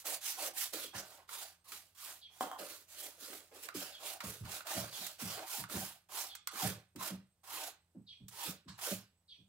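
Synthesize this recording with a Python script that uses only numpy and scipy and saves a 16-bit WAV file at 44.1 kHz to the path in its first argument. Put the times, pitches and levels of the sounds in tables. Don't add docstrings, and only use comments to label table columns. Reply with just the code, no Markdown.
import sys
import numpy as np
from scipy import signal
from scipy.fft import rfft, irfft
from scipy.io import wavfile

SR = 44100
rng = np.random.default_rng(int(sys.argv[2]) if len(sys.argv) > 2 else 0)


def dump(signal):
    limited = np.clip(np.atleast_2d(signal).T, -1, 1)
    pcm = np.round(limited * 32767).astype(np.int16)
    wavfile.write(sys.argv[1], SR, pcm)


N = 418068
TIME, FREQ = np.arange(N) / SR, np.fft.rfftfreq(N, 1 / SR)

# start in seconds, speed-up in s, sweep in s, slow-down in s,
# hiss level in dB, dull scrape relative to the hiss in dB, rub level in dB,
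# hardest press in s after the start, rub centre at first in Hz, rub centre at last in Hz.
STROKES = [(0.0, 0.0013, 0.002, 0.058, -51, -13, -71, 0.0, 685, 700.0),
           (0.045, 0.026, 0.079, 0.047, -37.5, -12.5, -45.5, 0.019, 740.0, 570),
           (0.209, 0.068, 0.035, 0.089, -38.5, -7, -56, 0.097, 780, 840),
           (0.358, 0.083, 0.035, 0.044, -39, -8, -43, 0.058, 760, 500),
           (0.538, 0.076, 0.03, 0.068, -35.5, -12, -52.5, 0.041, 803, 790),
           (0.723, 0.011, 0.11, 0.08, -44.0, -8.5, -55, 0.073, 496, 370.0),
           (0.936, 0.035, 0.025, 0.082, -48.5, 1.5, -45.5, 0, 850, 670),
           (1.035, 0.025, 0.099, 0.11, -58.5, -9.5, -56, 0.16, 700.0, 980),
           (1.281, 0.058, 0.094, 0.109, -45.5, -7.5, -51.5, 0.072, 1010, 735),
           (1.647, 0.096, 0.0083, 0.16, -49.5, -9.5, -60, 0.05, 1006, 625),
           (1.951, 0.099, 0.077, 0.089, -47.5, -9.5, -56.5, 0.089, 1140, 650),
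           (2.301, 0.067, 0.035, 0.021, -61.5, -9, -62.5, 0, 900.0, 800.0),
           (2.401, 0.01, 0.024, 0.11, -47, -8, -52.5, 0.054, 700.0, 700.0),
           (2.58, 0.013, 0.16, 0.13, -49.0, -8.5, -48.5, 0.034, 597, 418),
           (2.876, 0.037, 0.052, 0.049, -55.5, -7.5, -67, 0.057, 600, 595),
           (2.952, 0.062, 0.037, 0.13, -45.5, -12.0, -53.5, 0.12, 556, 690),
           (3.167, 0.074, 0.11, 0.17, -49.5, -10, -53.5, 0.16, 405, 465),
           (3.516, 0.054, 0.043, 0.051, -56.0, -10, -54, 0.0, 494, 460),
           (3.612, 0.022, 0.01, 0.07, -47.5, -10.5, -56, 0.063, 520.0, 594),
           (3.74, 0.012, 0.096, 0.16, -45.5, -4.5, -51.5, 0.11, 350.0, 640),
           (3.99, 0.095, 0.045, 0.069, -44.0, -7.5, -48, 0.078, 725, 714),
           (4.231, 0.015, 0.055, 0.17, -45, -8, -49, 0.0077, 654, 440),
           (4.439, 0.12, 0.022, 0.056, -45.0, -4.5, -46, 0.023, 905, 700.0),
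           (4.653, 0.049, 0.11, 0.14, -42.0, -5, -42.5, 0.1, 730, 535),
           (4.907, 0.064, 0.11, 0.12, -45.5, -6.5, -53, 0.1, 716, 706),
           (5.186, 0.027, 0.12, 0.2, -44.0, -5.0, -42.5, 0.23, 548, 940),
           (5.442, 0.11, 0.057, 0.048, -40.5, -12.5, -51, 0.15, 860.0, 870),
           (5.689, 0.048, 0.14, 0.098, -42.0, -9, -46, 0.072, 383, 724),
           (6.092, 0.084, 0.066, 0.08, -41.5, -8, -47.5, 0.086, 810, 760.0),
           (6.515, 0.13, 0.031, 0.093, -38.5, -6.0, -41, 0.097, 1100.0, 440),
           (6.984, 0.051, 0.051, 0.069, -42, -6, -44, 0.051, 1050, 493),
           (7.438, 0.13, 0.11, 0.061, -44.5, -6.5, -44, 0.12, 907, 723),
           (8.312, 0.17, 0.019, 0.063, -42.5, -6.5, -47.5, 0.12, 892, 470.0),
           (8.678, 0.012, 0.0085, 0.12, -75.5, 14, -57, 0, 1100, 1000.0),
           (8.782, 0.08, 0.071, 0.079, -39.0, -8, -44, 0.057, 973, 418)]
# start in seconds, level in dB, final pitch in Hz, decay time in s.
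THUDS = [(.731, -40, 300, 0.016), (0.837, -48.5, 305, .018), (0.942, -59, 97, 0.037),
         (1.713, -64, 286, 0.028), (2.589, -50, 292, 0.026), (3.745, -39.5, 215, .017),
         (4.234, -51.5, 137, 0.038), (4.4, -51.5, 110, 0.053), (4.75, -47.5, 154, 0.055),
         (4.987, -58.5, 190, 0.025), (5.216, -46.5, 152, .041), (5.577, -55.5, 137, 0.045),
         (5.733, -47.5, 147, 0.057), (6.622, -43.5, 144, 0.052), (6.53, -51.5, 250, 0.018),
         (6.95, -48, 164, 0.024), (7.101, -49, 173, 0.039), (7.948, -53.5, 185, 0.04),
         (8.199, -61, 120, .053), (8.472, -45, 156, .017), (8.656, -58, 146, 0.046),
         (8.911, -38.5, 143, 0.014), (9.382, -69, 130, 0.035)]
# start
# in seconds, level in dB, sharp edge relative to it in dB, decay time in s.
TICKS = [(0.734, -41.5, 5.5, 0.0076), (0.949, -52, -9, 0.021), (1.291, -43, -10, 0.0046),
         (1.719, -44.5, 2, 0.0087), (3.330, -46.5, -10, 0.0087), (3.687, -30.5, -23, 0.0022),
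         (4.204, -38, -18, 0.011), (4.452, -50, -22, .012), (4.606, -39, -22, 0.0039),
         (4.668, -45, 4, 0.011), (4.927, -46, -4.5, 0.0042), (5.066, -47.5, 15, 0.0051),
         (5.2, -47, -16, 0.0073), (5.391, -38, -22, 0.0032), (5.638, -36.5, -17, 0.0038),
         (5.697, -43.5, -5, 0.0052), (6.351, -45.5, 6.5, 0.0053), (6.4728, -29, 3, 0.0025),
         (6.959, -52, 2.5, 0.0082), (7.44, -62, -6, 0.0079), (8.282, -60.5, 15.5, 0.0093),
         (8.691, -54, -4.5, 0.0043), (8.789, -42, -21.5, 0.0044)]
# start in seconds, level in dB, lowest pitch excited in Hz,
# clatter time in s.
KNOCKS = [(2.409, -34.5, 262, 0.046), (2.515, -41.5, 714, 0.045)]
# start in seconds, level in dB.
CHIRPS = [(.803, -55), (2.205, -58.5), (3.91, -56.5), (4.912, -52.5), (6.275, -55.5), (8.063, -57),
          (9.277, -59)]
# delay in seconds, length in s, first pitch in Hz,
# last pitch in Hz, level relative to the chirp in dB.
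CHIRP_SLURS = [(0.00025, 0.081, 4500, 3250, 1.5), (.005, 0.045, 4700, 4300, -3),
               (.045, .06, 2750, 2450, -14), (0, 0.13, 5700, 5650, -21.5)]

# frequency in Hz, density in dB per Hz.
HISS_SPECTRUM = [(300, -28.5), (900, -62), (1800, -5), (2400, -3), (3100, -2.5), (4500, -1.5), (6600, -2),
                 (7100, -1.5), (10000, -0.5), (15500, -2.5)]
# frequency in Hz, density in dB per Hz.
DRAG_SPECTRUM = [(300, -31.5), (1000, -4.5), (1500, 1), (2000, -6.5), (3000, -1.5), (4500, -2), (6500, -3),
                 (9000, -13), (15000, -36)]
# frequency in Hz, density in dB per Hz.
RUB_SPECTRUM = [(100, -32), (300, 10.5), (600, -0.5), (780, 5), (920, 1.5), (1150, 1.5), (1600, 2.5),
                (2500, -1), (5000, -5.5), (12000, -51)]
# frequency in Hz, density in dB per Hz.
EDGE_SPECTRUM = [(300, -22.5), (1000, -20.5), (3000, 14.5), (6000, 17), (8500, 16), (11000, 9.5),
                 (16000, 17.5)]
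# frequency in Hz, density in dB per Hz.
AIR_SPECTRUM = [(25, -14), (60, -4), (90, 0), (150, -7), (300, -14), (700, -15), (1500, -21), (4000, -23),
                (9000, -26), (16000, -29)]

# centre in Hz, width in Hz, gain in dB.
CORNER_MODES = [(606, 31, 4.5), (685, 23, -14.5), (773, 20, 0.5), (942, 25, -8), (1076, 70, 2.5),
                (1221, 68, 3)]
# centre in Hz, width in Hz, gain in dB.
WALL_MODES = [(82, 30, -1), (114, 13, 4), (150, 16, -8), (187, 16, 1), (290, 35, -14)]
# centre in Hz, width in Hz, relative gain in dB.
HEAD_MODES = [(1274, 390, 19.5), (1980, 890, 5), (3870, 370, 2.5)]
# centre in Hz, width in Hz, relative gain in dB.
WOOD_MODES = [(294, 48, 9.5), (529, 120, 2.5), (768, 180, 10), (1033, 64, 9), (1389, 200, -26),
              (3200, 200, 8.5)]

# frequency in Hz, level in dB.
HUM = [(86.1, -84.5), (172.3, -90.5)]
# time in seconds, pitch in Hz.
WHINE_DRIFT = [(0, 8400), (1.9, 8250), (2.3, 8500), (6.05, 8450), (6.9, 8160), (8.1, 8050), (9.1, 7900),
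               (9.48, 8400)]
# frequency in Hz, time to die by 60 dB in s.
ROOM_DECAY = [(120, 0.34), (500, 0.13), (1500, 0.38), (4000, 0.34), (8000, 0.15), (15000, 0.022)]
# frequency in Hz, likeness from 0 to 1, left lead in radians,
# left minus right level in dB.
PORTS = [(100, .97, 0, -1.9), (300, .9, -.15, -2.3), (750, .84, -.4, -2.1), (1300, .52, -.85, -3.9),
         (2500, .36, -1.1, -4.4), (5500, .26, -1.7, -4.5), (6750, .26, -1.5, -4.5), (7050, .88, 0, -5.3),
         (15000, .88, 0, -7)]

LAND_S, SWELL_DB, SAG_DB_PER_S, FADE_DB, FADE_CURVE = 0.0056, 21, 15, 22, 1.03
RUB_FOLLOWS, EASE_DB_PER_S = 0.46, 77.5
FOLD_LAG_S, FOLD_S = 0.021, 0.025
THUD_START_RATIO = 2.35
SLUR_FALL_S = .017
CUTOFF_HZ = 15820


def stroke_controls():
    clock = TIME[::32]
    columns = np.transpose(STROKES)[:, :, None]
    start, rise, sweep, fall, hiss_db, dull_db, rub_db, press, first_hz, last_hz = columns
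    t = clock - start
    swell = -SWELL_DB * np.maximum(1 - t / rise, 0) ** 2
    sag = -SAG_DB_PER_S * np.maximum(t - rise, 0)
    fade = -FADE_DB * (np.maximum(t - rise - sweep, 0) / fall) ** FADE_CURVE
    speed_db = swell + sag + fade
    contact = np.clip(1 + t / LAND_S, 0, 1)
    ease_db = EASE_DB_PER_S * abs(t - press)
    hiss_power = contact * amp(hiss_db + speed_db) ** 2 + 1e-20
    rub_power = contact * amp(rub_db + RUB_FOLLOWS * speed_db - ease_db) ** 2 + 1e-20
    folded = (1 + np.tanh((t - press - FOLD_LAG_S) / FOLD_S)) / 2
    rub_hz = first_hz * (last_hz / first_hz) ** folded
    hiss_total, rub_total = hiss_power.sum(0), rub_power.sum(0)
    controls = (10 * np.log10(hiss_total), (hiss_power * dull_db).sum(0) / hiss_total,
                10 * np.log10(rub_total), (rub_power * rub_hz).sum(0) / rub_total)
    return [np.interp(TIME, clock, c) for c in controls]


def slips(per_s, spread_db, share):
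    struck = rng.random((2, N)) < per_s / SR
    sign = rng.choice([-1, 1], (2, N))
    size = amp(spread_db * np.minimum(rng.exponential(1, (2, N)), 4))
    snaps = unit(struck * sign * size)
    share = np.clip(share, 0, 1)
    return np.sqrt(1 - share) * rng.standard_normal((2, N)) + np.sqrt(share) * snaps


def patchy(x, depth_db, width_hz, length_s):
    f, t, z = signal.stft(x, SR, nperseg=512)
    field = rng.standard_normal(z.shape[1:])
    for axis, span in enumerate([width_hz / f[1], length_s / t[1]]):
        offsets = np.arange(-40, 41)
        bell = np.exp(-(2 * offsets / span) ** 2)
        field = signal.fftconvolve(field, np.expand_dims(bell, 1 - axis), "same", axes=axis)
    swollen = z * amp(depth_db * unit(field))
    return unit(signal.istft(swollen, SR, nperseg=512)[1][:, :N])


def bristles(level_db, drag_db, gain_db=-1, judder_db=1.5, judder_hz=70, drag_patch_db=3.0):
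    hiss = colour(slips(per_s=4100, spread_db=4.0, share=0.26), HISS_SPECTRUM)
    hiss = patchy(hiss, depth_db=1.9, width_hz=400, length_s=.035)
    drag = colour(slips(per_s=1100, spread_db=3.0, share=0.21), DRAG_SPECTRUM)
    drag = patchy(drag, depth_db=drag_patch_db, width_hz=480, length_s=0.057)
    slow_db = .88 * level_db + .12 * level_db.max()
    scrape = hiss * amp(level_db + gain_db) + drag * amp(slow_db + drag_db)
    scrape = scrape * amp(judder_db * wander(judder_hz))
    return butter(scrape, 2, 280, "high")


def tuft(level_db, hz, gain_db=-2, hollow_db=1, hollow_width=340, edge=0.47, judder_db=2.12, corner_db=-3):
    broad = unit(colour(slips(per_s=1200, spread_db=4.0, share=0.46), RUB_SPECTRUM))
    hollow = unit(resonate_twice(rng.standard_normal((2, N)), hz, hollow_width))
    f, t, z = signal.stft(broad + amp(hollow_db) * hollow, SR, nperseg=512)
    low_edge_hz = edge * np.interp(t, TIME, hz)
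    z = z / np.sqrt(1 + (low_edge_hz / (f[:, None] + 1)) ** 8)
    rub = signal.istft(z, SR, nperseg=512)[1][:, :N]
    rub = rub + amp(corner_db) * resound(rub, CORNER_MODES)
    rub = patchy(rub, depth_db=4.5, width_hz=52, length_s=0.033)
    return rub * amp(level_db + gain_db + judder_db * wander(48))


def thuds(sink_s=0.012, width=160, wall_db=5, direct_db=-5, low_share=0.38):
    out, t = np.zeros((2, N)), np.arange(SR // 3) / SR
    for s, db, end_hz, decay in THUDS:
        hz = end_hz * (1 + (THUD_START_RATIO - 1) * np.exp(-t / sink_s))
        judder = resonate_twice(rng.standard_normal((2, len(t))), hz, width)
        judder = butter(judder, 3, low_share * end_hz, "high")
        shape = (1 - np.exp(-t / .005)) * np.exp(-(t / decay) ** 2 / 2)
        push = judder * shape
        push = push * np.linalg.norm(shape) / np.linalg.norm(push, axis=1, keepdims=True)
        add(out, s, amp(db) * push)
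    return amp(direct_db) * out + amp(wall_db) * resound(out, WALL_MODES)


def ticks():
    blows, edges, t = np.zeros((2, N)), np.zeros((2, N)), np.arange(SR // 16) / SR
    for s, db, edge_db, decay in TICKS:
        shape = np.exp(-t / decay) * (1 - np.exp(-t / 0.00072))
        burst = amp(db) * rng.standard_normal((2, len(t))) * shape
        add(blows, s, burst)
        add(edges, s, amp(edge_db) * burst)
    return ring(butter(blows, 2, 700, "high"), HEAD_MODES) + colour(edges, EDGE_SPECTRUM)


def knocks(clatter_db=-3, edge_db=-16):
    out, t = np.zeros((2, N)), np.arange(SR // 6) / SR
    for s, db, low_hz, clatter in KNOCKS:
        force = amp(clatter_db) * rng.standard_normal((2, len(t))) * np.exp(-(t / clatter) ** 2 / 2)
        force[:, 0] += 24
        add(out, s, amp(db) * butter(force, 2, low_hz, "high"))
    body = butter(ring(out, WOOD_MODES), 2, 1700, "low")
    return body + amp(edge_db) * colour(out, EDGE_SPECTRUM)


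def room(x):
    taps = rng.standard_normal((2, SR // 2)) * (rng.random((2, SR // 2)) < 3000 / SR)
    taps[:, :SR // 300] = 0
    hz, t, z = signal.stft(taps, SR, nperseg=256)
    t60 = read(ROOM_DECAY, hz)[:, None]
    tail = signal.istft(z * amp(-60 * t / t60) / np.sqrt(t60), SR, nperseg=256)[1]
    return reverberate(x, tail)


def bird(buzz_hz=310, buzz_depth_hz=260, rough_hz=200, echo_db=-4, echo_t60=0.35):
    out = np.zeros((2, N))
    rough = rough_hz * wander(700)
    for s, db in CHIRPS:
        for delay, length, first_hz, last_hz, slur_db in CHIRP_SLURS:
            t = np.arange(round(length * SR)) / SR
            buzz = buzz_depth_hz * np.sin(2 * np.pi * buzz_hz * t) + rough[round(s * SR):][:len(t)]
            slur = last_hz + (first_hz - last_hz) * np.exp(-t / SLUR_FALL_S)
            hz = slur + buzz * (1 - t / length / 2)
            whistle = np.sin(np.pi * t / length) * np.sin(2 * np.pi * np.cumsum(hz) / SR)
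            add(out, s + delay, amp(db + slur_db) * unit(whistle)[None])
    tail = rng.standard_normal((2, SR // 2)) * amp(-60 * TIME[:SR // 2] / echo_t60)
    return .5 * out + amp(echo_db) * reverberate(out, tail)


def background(air_db=-82, whine_db=-89, whine_width=70):
    air = unit(colour(rng.standard_normal((2, N)), AIR_SPECTRUM))
    hum = sum(np.sqrt(2) * amp(db) * np.sin(2 * np.pi * (hz * TIME + rng.random())) for hz, db in HUM)
    whine_hz = np.interp(TIME, *np.transpose(WHINE_DRIFT))
    whine = unit(resonate_twice(rng.standard_normal((2, N)), whine_hz, whine_width))
    return amp(air_db) * air + hum + amp(whine_db) * whine


def amp(db):
    return 10 ** (np.asarray(db) / 20)


def unit(x):
    return x / np.sqrt(np.mean(x ** 2) + 1e-20)


def read(rows, hz, axis=1):
    table = np.transpose(rows)
    return np.interp(np.log(hz + 1), np.log(table[0] + 1), table[axis])


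def add(mix, s, sound):
    part = mix[:, round(s * SR):][:, :sound.shape[1]]
    part += sound[:, :part.shape[1]]


def butter(x, order, hz, kind):
    return signal.sosfilt(signal.butter(order, hz, kind, fs=SR, output="sos"), x)


def colour(x, spectrum):
    return irfft(rfft(x) * unit(amp(read(spectrum, FREQ))), N)


def wander(rate_hz):
    return unit(irfft(rfft(rng.standard_normal(N)) * np.exp(-(FREQ / rate_hz) ** 2), N))


def resonate(x, hz, width):
    turn = np.exp(2j * np.pi * np.cumsum(hz * np.ones(x.shape[1])) / SR)
    r = np.exp(-np.pi * width / SR)
    return 2 * (turn * signal.lfilter([1 - r], [1, -r], x / turn + 1e-18)).real


def resonate_twice(x, hz, width):
    return resonate(resonate(x, hz, width), hz, width)


def resound(x, modes):
    click = signal.unit_impulse(4096)[None]
    response = sum(amp(db) * resonate(click, hz, width) for hz, width, db in modes)
    return signal.oaconvolve(x, response, axes=1)[:, :x.shape[1]]


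def ring(x, modes):
    return resound(x, modes) / np.linalg.norm(resound(signal.unit_impulse(4096)[None], modes))


def reverberate(x, tail):
    return signal.fftconvolve(x, tail / np.linalg.norm(tail, axis=1, keepdims=True), axes=1)[:, :N]


def scene(hiss_room_db=-12, rub_room_db=-9, hit_room_db=-8):
    hiss_db, dull_db, rub_db, rub_hz = stroke_controls()
    hiss = bristles(hiss_db, dull_db)
    rub = tuft(rub_db, rub_hz)
    hits = thuds() + ticks() + knocks()
    send = amp(hiss_room_db) * hiss + amp(rub_room_db) * rub + amp(hit_room_db) * hits
    reflections = room(send[::-1])
    return hiss + rub + hits + reflections + bird() + background()


def record(dry):
    first, second = rfft(dry)
    same = np.clip(read(PORTS, FREQ, axis=1), 0, 1)
    lead = read(PORTS, FREQ, axis=2)
    tilt = amp(read(PORTS, FREQ, axis=3) / 2)
    left = (same * first + np.sqrt(1 - same ** 2) * second) * np.exp(1j * lead)
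    pair = irfft(np.array([left * tilt, first / tilt]), N)
    band_limit = signal.firwin(511, CUTOFF_HZ, window=("kaiser", 9), fs=SR)
    return signal.oaconvolve(pair, band_limit[None], "same")


dry = scene()
out = record(dry)
dump(out)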